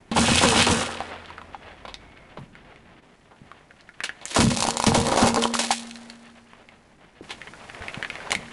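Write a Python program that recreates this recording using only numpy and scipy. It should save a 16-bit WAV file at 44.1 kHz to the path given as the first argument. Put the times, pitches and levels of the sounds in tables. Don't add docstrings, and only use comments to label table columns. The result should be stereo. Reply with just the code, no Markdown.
import sys
import numpy as np
from scipy import signal
from scipy.fft import rfft, irfft
from scipy.io import wavfile
from scipy.ndimage import uniform_filter1d

SR = 44100
rng = np.random.default_rng(int(sys.argv[2]) if len(sys.argv) > 2 else 0)


def log_audio(samples):
    frames = np.atleast_2d(samples).T
    limited = np.clip(frames, -1, 1)
    pcm = np.round(limited * 32767).astype(np.int16)
    wavfile.write(sys.argv[1], SR, pcm)


N = 375732
T = np.arange(N) / SR
HIT_T = np.arange(8192) / SR

# (time [s], pitch [Hz], level [dB])
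ENGINE_DRONE = [(0.998, 39.7, -70), (1.11, 37.4, -71), (1.586, 38.4, -63), (1.91, 51.3, -51),
                (2.19, 49.8, -62), (2.746, 39.9, -73), (2.9, 40, -67.5)]
# (start [s], end [s], first pitch [Hz], last pitch [Hz], level [dB])
FAINT_WHINES = [(1.48, 1.727, 3380, 3370, -63), (1.9, 2.196, 2270, 2160, -57.5)]
# (start [s], end [s], time when nearest [s], speed [m/s], rumble [dB], tread [dB], fine grit [dB])
WHEEL_PASSES = [(0.0, 2.993, 1.02, 0.61, -53.5, -43.5, -66), (3.02, 7.22, 5.22, 0.96, -58.5, -41.5, -61),
                (7.221, 8.52, 8.04, 0.81, -51.5, -41.5, -54.5)]
# (time [s], pitch [Hz], thump [dB], rumble [dB], low air note [dB], high air note [dB])
TYRE_JOLTS = [(0.115, 220, -16, -49, -26, -43), (0.192, 214, -12, -32, -16.5, -39.5),
              (0.317, 213, -9.5, -32.5, -23, -40), (0.449, 200, -15, -34, -18, -19.5),
              (0.57, 225, -20, -31, -20, -26.5), (0.701, 230, -11, -25.5, -21, -25),
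              (2.385, 170, -29, -41, -54, -70), (3.416, 137, -34.5, -50.5, -70, -80),
              (4.388, 203, -6.5, -19, -15.5, -26), (4.438, 204, -10, -19, -32, -42),
              (4.473, 163, -15.5, -29, -42, -45), (4.68, 230, -19, -39, -35, -32.5),
              (4.869, 252, -9, -18.5, -19, -25), (4.977, 138, -9.5, -23, -24.5, -24),
              (5.226, 232, -7.5, -24.5, -19.5, -24), (5.374, 230, -24, -48, -25, -22),
              (7.209, 330, -28, -52, -64, -65), (7.808, 94.76, -28, -47.5, -66, -75),
              (7.974, 163, -23.5, -54, -55, -70), (8.36, 218, -29, -38.5, -43.5, -58)]
# (pitch [Hz], level [dB], time to fade by 60 dB [s])
TYRE_BODY_NOTES = [(128, -11, 0.6), (338, -11, 0.5), (446, -12, 0.68), (542, -6.5, 0.41), (744, -26, 0.22),
                   (978, -4, 0.48)]
# (time [s], pitch [Hz], level [dB], left minus right [dB])
GRIT_POPS = [(1.0047, 760, -28, -0.5), (1.2586, 3400, -49.5, -13), (1.3038, 1100, -40.5, -2),
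             (1.381, 1330, -38.5, -2.5), (1.416, 1110, -40.5, -2), (1.9426, 3900, -35.5, -8),
             (2.175, 2430, -53, 0), (2.5535, 1720, -47, 9), (2.7601, 2260, -51, -9),
             (3.5156, 1265, -44.5, 11), (3.7091, 1680, -50, -8), (3.8092, 4530, -55.5, 2),
             (3.891, 1670, -46, 10), (4.0048, 1690, -32, 5), (4.0932, 1730, -32, 6),
             (4.255, 7300, -31, -3.5), (6.534, 1060, -47, 14), (6.6886, 2350, -51.5, 17),
             (7.4165, 2050, -41.5, 14), (7.473, 1820, -46, 15), (7.5364, 1520, -44.5, 17),
             (7.699, 1780, -39, 8.5), (7.748, 2050, -44.5, 15), (7.822, 1672, -40, 9),
             (7.883, 2190, -32.5, 9), (7.9443, 2520, -34.5, 4), (8.0268, 1820, -27.5, 5),
             (8.048, 1840, -31, 4), (8.101, 2400, -32.5, 10), (8.155, 2150, -35.5, 11),
             (8.2036, 1570, -41.5, 8), (8.2725, 1040, -38.5, 7), (8.484, 1770, -45, -1)]
# (time [s], pitch [Hz], level [dB], time to fade by 60 dB [s])
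HOLLOW_KNOCKS = [(1.304, 1026, -39.5, 0.038), (1.5456, 865, -33, 0.025), (5.7063, 816, -16, 0.02),
                 (5.7195, 840, -24.5, 0.062)]
# (time [s],
# thud [dB], crack [dB], time to fade by 60 dB [s])
COLLAPSES = [(0.114, -28.5, -29, 0.15), (0.1603, -18.5, -36, 0.056), (0.177, -17, -33, 0.086),
             (0.283, -19.5, -40, 0.065), (0.4138, -19, -33, 0.1), (0.435, -13.5, -27.5, 0.098),
             (0.447, -20.5, -23, 0.065), (0.521, -19.5, -36.5, 0.099), (0.556, -19, -35, 0.17),
             (0.59, -20.5, -15, 0.26), (0.665, -15.5, -23, 0.23), (0.812, -26.5, -27, 0.1),
             (1.378, -43.5, -61, 0.3), (1.851, -36, -41.5, 0.047), (1.879, -37, -38, 0.14),
             (2.372, -35.5, -46, 0.097), (3.31, -46.5, -63.5, 0.21), (4.036, -37.5, -22, 0.094),
             (4.213, -42.5, -41.5, 0.16), (4.31, -40, -29.5, 0.23), (4.346, -33, -25, 0.17),
             (4.361, -13.5, -20.5, 0.26), (4.403, -21, -18.5, 0.13), (4.503, -37, -26, 0.16),
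             (4.865, -20.5, -18.5, 0.12), (4.946, -15.5, -20.5, 0.2), (4.878, -23, -26, 0.1),
             (5.117, -22, -28.5, 0.11), (5.173, -14.5, -23.5, 0.24), (5.216, -13.5, -22.5, 0.24),
             (5.274, -22, -24.5, 0.13), (5.238, -21.5, -32, 0.13), (5.366, -19, -36, 0.12),
             (5.421, -26.5, -25, 0.11), (5.538, -35.5, -24, 0.1), (5.59, -23, -20, 0.13),
             (5.633, -29.5, -26.5, 0.2), (5.711, -35, -20.5, 0.11), (7.293, -41.5, -37, 0.19),
             (7.306, -39, -29, 0.092), (8.329, -29.5, -38, 0.049)]
# (time [s], wall pitch [Hz], wall [dB], crack [dB])
SINGLE_SNAPS = [(0.3562, 867, -22, -14.5), (0.4354, 825, -24, -18), (0.4865, 900, -27, -17.5),
                (0.6246, 1000, -42, -18.5), (0.6668, 780, -23.5, -22), (4.442, 644, -45, -30),
                (4.572, 782, -26.5, -28), (4.6047, 856, -32, -25.5), (4.6241, 980, -20, -26),
                (4.64, 904, -24, -29.5), (4.651, 746, -22, -31.5), (4.67, 834, -27, -27.5),
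                (4.6869, 860, -18, -28), (4.7065, 897, -49, -27), (4.77, 920, -24.5, -26.5),
                (4.8003, 980, -17.5, -27), (4.8241, 853, -35, -29.5), (4.8403, 960, -15, -26),
                (4.9195, 845, -17.5, -44), (5.001, 840, -27, -29), (5.0682, 920, -25.5, -27.5),
                (5.0856, 847, -25, -28), (5.1248, 800, -16.5, -33), (5.1611, 780, -18.5, -29.5),
                (5.216, 900, -23, -31), (5.2605, 830, -20, -30.5), (5.271, 950, -23, -27),
                (5.2866, 621, -29, -26.5), (5.344, 890, -22, -28), (5.3601, 925, -20, -27.5),
                (5.4384, 3150, -20.5, -29.5), (5.4544, 990, -16, -50), (5.5376, 1005, -28, -36.5),
                (5.5526, 1200, -21, -47), (5.9108, 4220, -42.5, -37), (5.9566, 4160, -43, -39.5),
                (6.0996, 4480, -41, -38.5), (8.306, 695, -31, -27), (8.318, 2122, -20, -19.5),
                (8.327, 1020, -26, -27.5), (8.3512, 2130, -20, -25)]
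# (start [s], end [s], wall crumple at the end [dB], bead crackle [dB])
BOTTLE_PUSHES = [(4.261, 4.339, -48.5, -37.5), (4.348, 4.706, -30.5, -30), (4.765, 4.849, -41.5, -33.5),
                 (4.856, 5.269, -22.5, -32), (5.35, 5.458, -31, -33.5), (5.542, 5.77, -50, -31.5)]
# (start [s], end [s])
EGG_ROW_TIMES = [(0.143, 0.385), (0.38, 0.625), (0.656, 0.707)]

# (frequency [Hz], level [dB])
ROAD_TONE = [(20, -1.5), (45, 0.5), (100, 0), (170, 1.5), (280, -1), (400, -4.5), (700, -37.5)]
TREAD_TONE = [(200, -13.5), (400, 1), (700, 4), (1200, -2.5), (2100, -3), (3400, -11.5), (4700, -21),
              (9000, -44.5)]
GRIT_TONE = [(2000, -14.5), (4000, 0), (6000, -0.5), (11000, -5)]
STONE_TONE = [(500, -25.5), (1100, -1.5), (1900, -4), (3000, -6), (4500, -13.5), (9000, -39)]
RUBBER_TONE = [(25, -17), (55, -12.5), (85, 0), (140, 0.5), (200, 0), (290, -9), (500, -41)]
THUD_TONE = [(60, -39.5), (200, 0.5), (500, 4.5), (1000, 5.5), (1500, -4.5), (3000, -32.5)]
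CRACK_TONE = [(700, -21.5), (1500, 0), (2700, 4), (4000, 2), (5500, -11), (9000, -28)]
TICK_TONE = [(2000, -36.5), (4600, 1), (7000, 1.5), (11000, -4.5), (15000, -9.5)]
WALL_TONE = [(150, -13.5), (260, -3.5), (399, -1.5), (457, -8.5), (495, -10), (536, 6.5), (689, -7.5),
             (941, 0), (1360, -9.5), (2200, -18.5), (2860, -45), (4840, -120)]
BEAD_TONE = [(1180, -19), (2000, -9.5), (4260, 0), (4610, -3), (5030, -3.5), (9290, -5), (10600, -6),
             (11200, -21), (14600, -69), (22000, -120)]
CARTON_TONE = [(150, -14.5), (250, -8.5), (289, -4.5), (453, -3.5), (489, -1), (680, -5), (773, -4),
               (1220, -3), (1900, -7.5), (2470, -47), (4180, -120)]
SHELL_TONE = [(940, -22.5), (1600, -7.5), (2110, -3), (2610, 1), (3040, 1), (3970, -2), (4730, -6.5),
              (5500, -12), (7150, -47), (12100, -120)]
SPLINTER_TONE = [(2940, -35), (5000, 0), (8870, -0.5), (10600, -4.5), (11200, -12), (14600, -43.5),
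                 (22000, -120)]
ECHO_TONE = [(80, -11.5), (250, -3.5), (600, -0.5), (2000, 7), (5000, 2.0), (11000, -1.0)]


def amp(db):
    return 10 ** (np.asarray(db) / 20)


def unit(x):
    return x / np.sqrt(np.mean(x ** 2) + 1e-18)


def at_level(x, db):
    return unit(x) * np.sqrt(.01 * SR / x.shape[-1]) * amp(db)


def add(out, time, x):
    i = int(time * SR)
    out[:, i:i + x.shape[-1]] += x[..., :N - i]


def convolve(x, response):
    return signal.fftconvolve(x, np.atleast_2d(response), axes=1)[:, :x.shape[1]]


def colour(x, tone, size=4096):
    hz, db = np.transpose(tone)
    grid_hz = np.arange(size // 2 + 1) * SR / size + 1
    shape_db = np.interp(np.log(grid_hz), np.log(hz), np.maximum(db, db.max() - 61.5))
    cepstrum = irfft(np.log(amp(shape_db)))[:size // 2]
    cepstrum[1:] *= 2
    return convolve(x, irfft(np.exp(rfft(cepstrum, size))))


def decay(t60):
    return amp(-60 * HIT_T / t60)


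def swell(start, end, attack_s, fade_db_per_s):
    rise = np.clip((T - start) / attack_s, 0, 1)
    return rise * amp(-fade_db_per_s * np.maximum(T - end, 0))


def ring(hz, t60, sag=0.):
    pitch = hz * (1 + sag * (decay(t60) - .5))
    return np.sin(2 * np.pi * np.cumsum(pitch) / SR) * decay(t60)


def wobble(rate):
    step = int(SR / rate)
    stairs = np.repeat(rng.standard_normal(N // step + 1), step)[:N]
    return unit(uniform_filter1d(stairs, step))


def crackle(n, rate, spread_db, pan_db=3, lag_s=.000035):
    timing, traits = (np.random.default_rng(seed) for seed in rng.integers(2 ** 31, size=2))
    at = timing.integers(0, n, int(rate * n / SR) + 1)
    sign, strength, lag, pan = traits.standard_normal((len(at), 4)).T
    size = np.sign(sign) * amp(spread_db * np.minimum(strength, 2.6))
    ears = []
    for side in (-.5, .5):
        arrival = np.rint(at + .5 + side * lag_s * SR * lag).astype(int)
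        ears.append(np.bincount(np.clip(arrival, 0, n - 1), size * amp(side * pan_db * pan), n))
    return np.array(ears)


def grinding(tone, rate, spread_db):
    return unit(colour(crackle(N, rate, spread_db), tone))


def road_echo(x, near_db=-12, far_db=-23, near_t60=0.11, far_t60=0.93):
    t = T[:SR]
    echo = 0
    for db, t60 in ((near_db, near_t60), (far_db, far_t60)):
        tail = rng.standard_normal((2, SR)) * amp(-60 * t / t60) * (t > .002)
        echo = echo + amp(db) * tail / np.sqrt(np.sum(tail[0] ** 2))
    return x + convolve(x, colour(echo, ECHO_TONE))


def engine():
    times, hz, db = np.transpose(ENGINE_DRONE)
    fade = np.interp(T, [times[0] - .1, times[0], times[-1], times[-1] + .4], [0, 1, 1, 0])
    level = fade * amp(np.interp(T, times, db) + 2.5)
    pitch = np.interp(T, times, hz)
    return level * np.sin(2 * np.pi * np.cumsum(pitch) / SR)


def whines():
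    out = 0
    for start, end, first_hz, last_hz, db in FAINT_WHINES:
        pitch = np.interp(T, [start, end], [first_hz, last_hz]) * (1 + 0.0205 * wobble(260))
        level = amp(db) * swell(start, end, attack_s=0.08, fade_db_per_s=55)
        out += level * np.sin(2 * np.pi * np.cumsum(pitch) / SR)
    return out


def rolling(distance_m=0.29):
    rumble = tread = grit = 0
    for start, end, nearest, speed, rumble_db, tread_db, grit_db in WHEEL_PASSES:
        present = swell(start, end, attack_s=0.0087, fade_db_per_s=402)
        closeness = distance_m / np.hypot(distance_m, speed * (T - nearest))
        rumble += present * amp(rumble_db)
        tread += present * amp(tread_db) * closeness
        grit += present * amp(grit_db) * closeness ** 0.63
    out = rumble * grinding(ROAD_TONE, rate=1900, spread_db=1)
    out += tread * amp(2.7 * wobble(20) - 1.74) * grinding(TREAD_TONE, rate=3500, spread_db=2.5)
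    out += amp(4) * grit * grinding(GRIT_TONE, rate=9000, spread_db=4.5)
    stones = road_echo(grinding(STONE_TONE, rate=22, spread_db=1), near_db=5.5)
    return out + amp(-16) * tread * stones


def egg_load(linger_s, fade_db_per_s, build_db_per_s=0, attack_s=0.036):
    rows = []
    for start, end in EGG_ROW_TIMES[:-1]:
        build = amp(-build_db_per_s * np.maximum(end - T, 0))
        rows.append(build * swell(start, end, attack_s, fade_db_per_s=262.5))
    start, end = EGG_ROW_TIMES[-1]
    rows.append(swell(start, end + linger_s, attack_s, fade_db_per_s))
    return np.max(rows, axis=0)


def jolted(levels_db, loss_db_per_s, attack_s=0.0056):
    lost_db = np.cumsum(loss_db_per_s * np.ones(N)) / SR
    energy = np.zeros((1, N))
    for (time, *_), db in zip(TYRE_JOLTS, levels_db):
        lost_after = lost_db[int(time * SR):][:2 * SR]
        rise = np.minimum(T[:len(lost_after)] / attack_s, 1)
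        add(energy, time, (rise * amp(db - lost_after + lost_after[0])) ** 2)
    return np.sqrt(energy[0])


def tyre(air_hz=233.4, belt_hz=84.2, pitch_shake=0.0408):
    out = np.zeros((2, N))
    for time, hz, db, *_ in TYRE_JOLTS:
        add(out, time, amp(db) * ring(hz, t60=0.045, sag=0.75))
    rumble_db, low_note_db, high_note_db = np.transpose(TYRE_JOLTS)[3:]
    rumble = jolted(rumble_db, loss_db_per_s=150)
    out += amp(2.6) * rumble * grinding(RUBBER_TONE, rate=700, spread_db=4.5)
    dent = np.maximum(np.sqrt(rumble / rumble.max()), egg_load(linger_s=0.075, fade_db_per_s=65))
    phase_per_hz = 2 * np.pi * np.cumsum(1 + pitch_shake * dent * wobble(45)) / SR
    out += jolted(low_note_db, loss_db_per_s=27 + 104.5 * dent) * np.sin(air_hz * phase_per_hz)
    out += jolted(high_note_db, loss_db_per_s=123) * np.sin(1.987 * air_hz * phase_per_hz)
    sway = amp(-35) * egg_load(linger_s=0.021, fade_db_per_s=160)
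    sway += amp(-45) * egg_load(linger_s=0.03, fade_db_per_s=11.5)
    return out + sway * np.sin(belt_hz * phase_per_hz)


def tyre_body(x):
    body = sum(amp(db) * 2 * ring(hz, t60) / decay(t60).sum() for hz, db, t60 in TYRE_BODY_NOTES)
    return x + convolve(x, body)


def pops(ring_cycles=13, scatter_db=-6):
    out = np.zeros((2, N))
    for time, hz, db, pan_db in GRIT_POPS:
        chip = crackle(len(HIT_T), rate=9000, spread_db=5) * decay(t60=.008)
        direct = at_level(colour(chip, TICK_TONE), db - 20) + at_level(colour(chip, STONE_TONE), db - 8)
        direct += at_level(ring(hz, ring_cycles / hz, sag=0.34), db + 0.3)
        arch = crackle(len(HIT_T), rate=5600, spread_db=7.5, pan_db=-1) * decay(t60=0.068)
        arch *= amp(scatter_db) / np.sqrt(np.sum(arch[0] ** 2))
        left_right = amp([[pan_db / 2], [-pan_db / 2]])
        add(out, time, direct * left_right + convolve(direct, arch))
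    return out


def knocks(rise_t60=0.0035, crunch_db=-9):
    out = np.zeros((2, N))
    for time, hz, db, t60 in HOLLOW_KNOCKS:
        crunch = colour(crackle(len(HIT_T), rate=6000, spread_db=4) * decay(t60), STONE_TONE)
        note = ring(hz, t60, sag=0.27) * (1 - decay(rise_t60))
        add(out, time, at_level(note, db) + at_level(crunch, db + crunch_db))
    return out


def treble_db(time, crack_db, bottle_from_s=4.2, bottle_to_s=6.3, soft_db=-23.5):
    material_db = 1 if bottle_from_s < time < bottle_to_s else -7.5
    return crack_db + material_db - 0.84 * max(soft_db - crack_db, 0)


def small_snaps(count=20, wall_hz=830, pitch_spread=0.23, spread_db=3):
    start, end, wall_db, bead_db = np.transpose(BOTTLE_PUSHES)
    edges = np.r_[0, np.cumsum(end - start)]
    rows = []
    for k, (place, pitch, size) in enumerate(rng.uniform(-1, 1, (count, 3))):
        pushed_s = edges[-1] * (k + .5 + place / 2) / count
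        push = np.searchsorted(edges, pushed_s) - 1
        time = start[push] + pushed_s - edges[push]
        hz = wall_hz * (1 + pitch_spread * pitch)
        size_db = spread_db * size
        rows.append((time, hz, wall_db[push] - 6 + size_db, bead_db[push] - 4 + size_db))
    return rows


def snaps():
    out = np.zeros((2, N))
    fade = decay(t60=0.0061) + 0.11 * decay(t60=0.06)
    for time, hz, wall_db, crack_db in SINGLE_SNAPS + small_snaps():
        split = crackle(len(HIT_T), rate=14000, spread_db=5.5) * fade
        add(out, time, at_level(colour(split, CRACK_TONE), crack_db - 3))
        add(out, time, at_level(colour(split, TICK_TONE), treble_db(time, crack_db) + 6.5))
        add(out, time, at_level(ring(hz, t60=0.0091, sag=0.055), wall_db - 1.6))
    return out


def bursts():
    out = np.zeros((2, N))
    for time, thud_db, crack_db, t60 in COLLAPSES:
        tick_db = treble_db(time, crack_db) + 2
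        for tone, db in ((THUD_TONE, thud_db + 1.1), (CRACK_TONE, crack_db - 0.75), (TICK_TONE, tick_db)):
            shower = crackle(len(HIT_T), rate=4000, spread_db=4.5) * decay(t60)
            add(out, time, at_level(colour(shower, tone), db))
    return out


def bottle(attack_s=0.016, build_db_per_s=25):
    wall = 0
    beads = amp(-44) * swell(*BOTTLE_PUSHES[-1][:2], attack_s, fade_db_per_s=36)
    for start, end, wall_db, bead_db in BOTTLE_PUSHES:
        push = swell(start, end, attack_s, fade_db_per_s=190)
        wall += push * amp(wall_db - build_db_per_s * np.maximum(end - T, 0))
        beads = np.maximum(beads, push * amp(bead_db))
    out = amp(-0.5) * wall * grinding(WALL_TONE, rate=350, spread_db=6.5)
    return out + amp(-1) * beads * grinding(BEAD_TONE, rate=1200, spread_db=7)


def eggs(clump_db=1.5):
    clumps = unit(amp(clump_db * wobble(110.5)))
    rubber = amp(-29) * egg_load(linger_s=0.011, fade_db_per_s=168)
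    carton = amp(-28) * egg_load(linger_s=0.053, fade_db_per_s=50)
    shells = amp(-19.5) * egg_load(linger_s=-0.14, fade_db_per_s=56.5, build_db_per_s=31)
    splinters = amp(-25.5) * egg_load(linger_s=0.021, fade_db_per_s=93)
    out = rubber * grinding(RUBBER_TONE, rate=900, spread_db=1.5)
    out += carton * grinding(CARTON_TONE, rate=1500, spread_db=4)
    out += shells * clumps * grinding(SHELL_TONE, rate=3300, spread_db=8)
    return out + splinters * clumps * grinding(SPLINTER_TONE, rate=4300, spread_db=5.5)


def scene():
    crush = tyre_body(eggs() + bottle() + bursts() + snaps())
    under_car = road_echo(crush + knocks() + pops() + tyre())
    return under_car + rolling() + whines() + engine()


def record(dry, ceiling=0.52, top_hz=11100):
    rounded = ceiling * np.tanh(dry / ceiling)
    return signal.sosfilt(signal.ellip(10, .2, 70, top_hz, fs=SR, output="sos"), rounded)


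dry = scene()
out = record(dry)
log_audio(out)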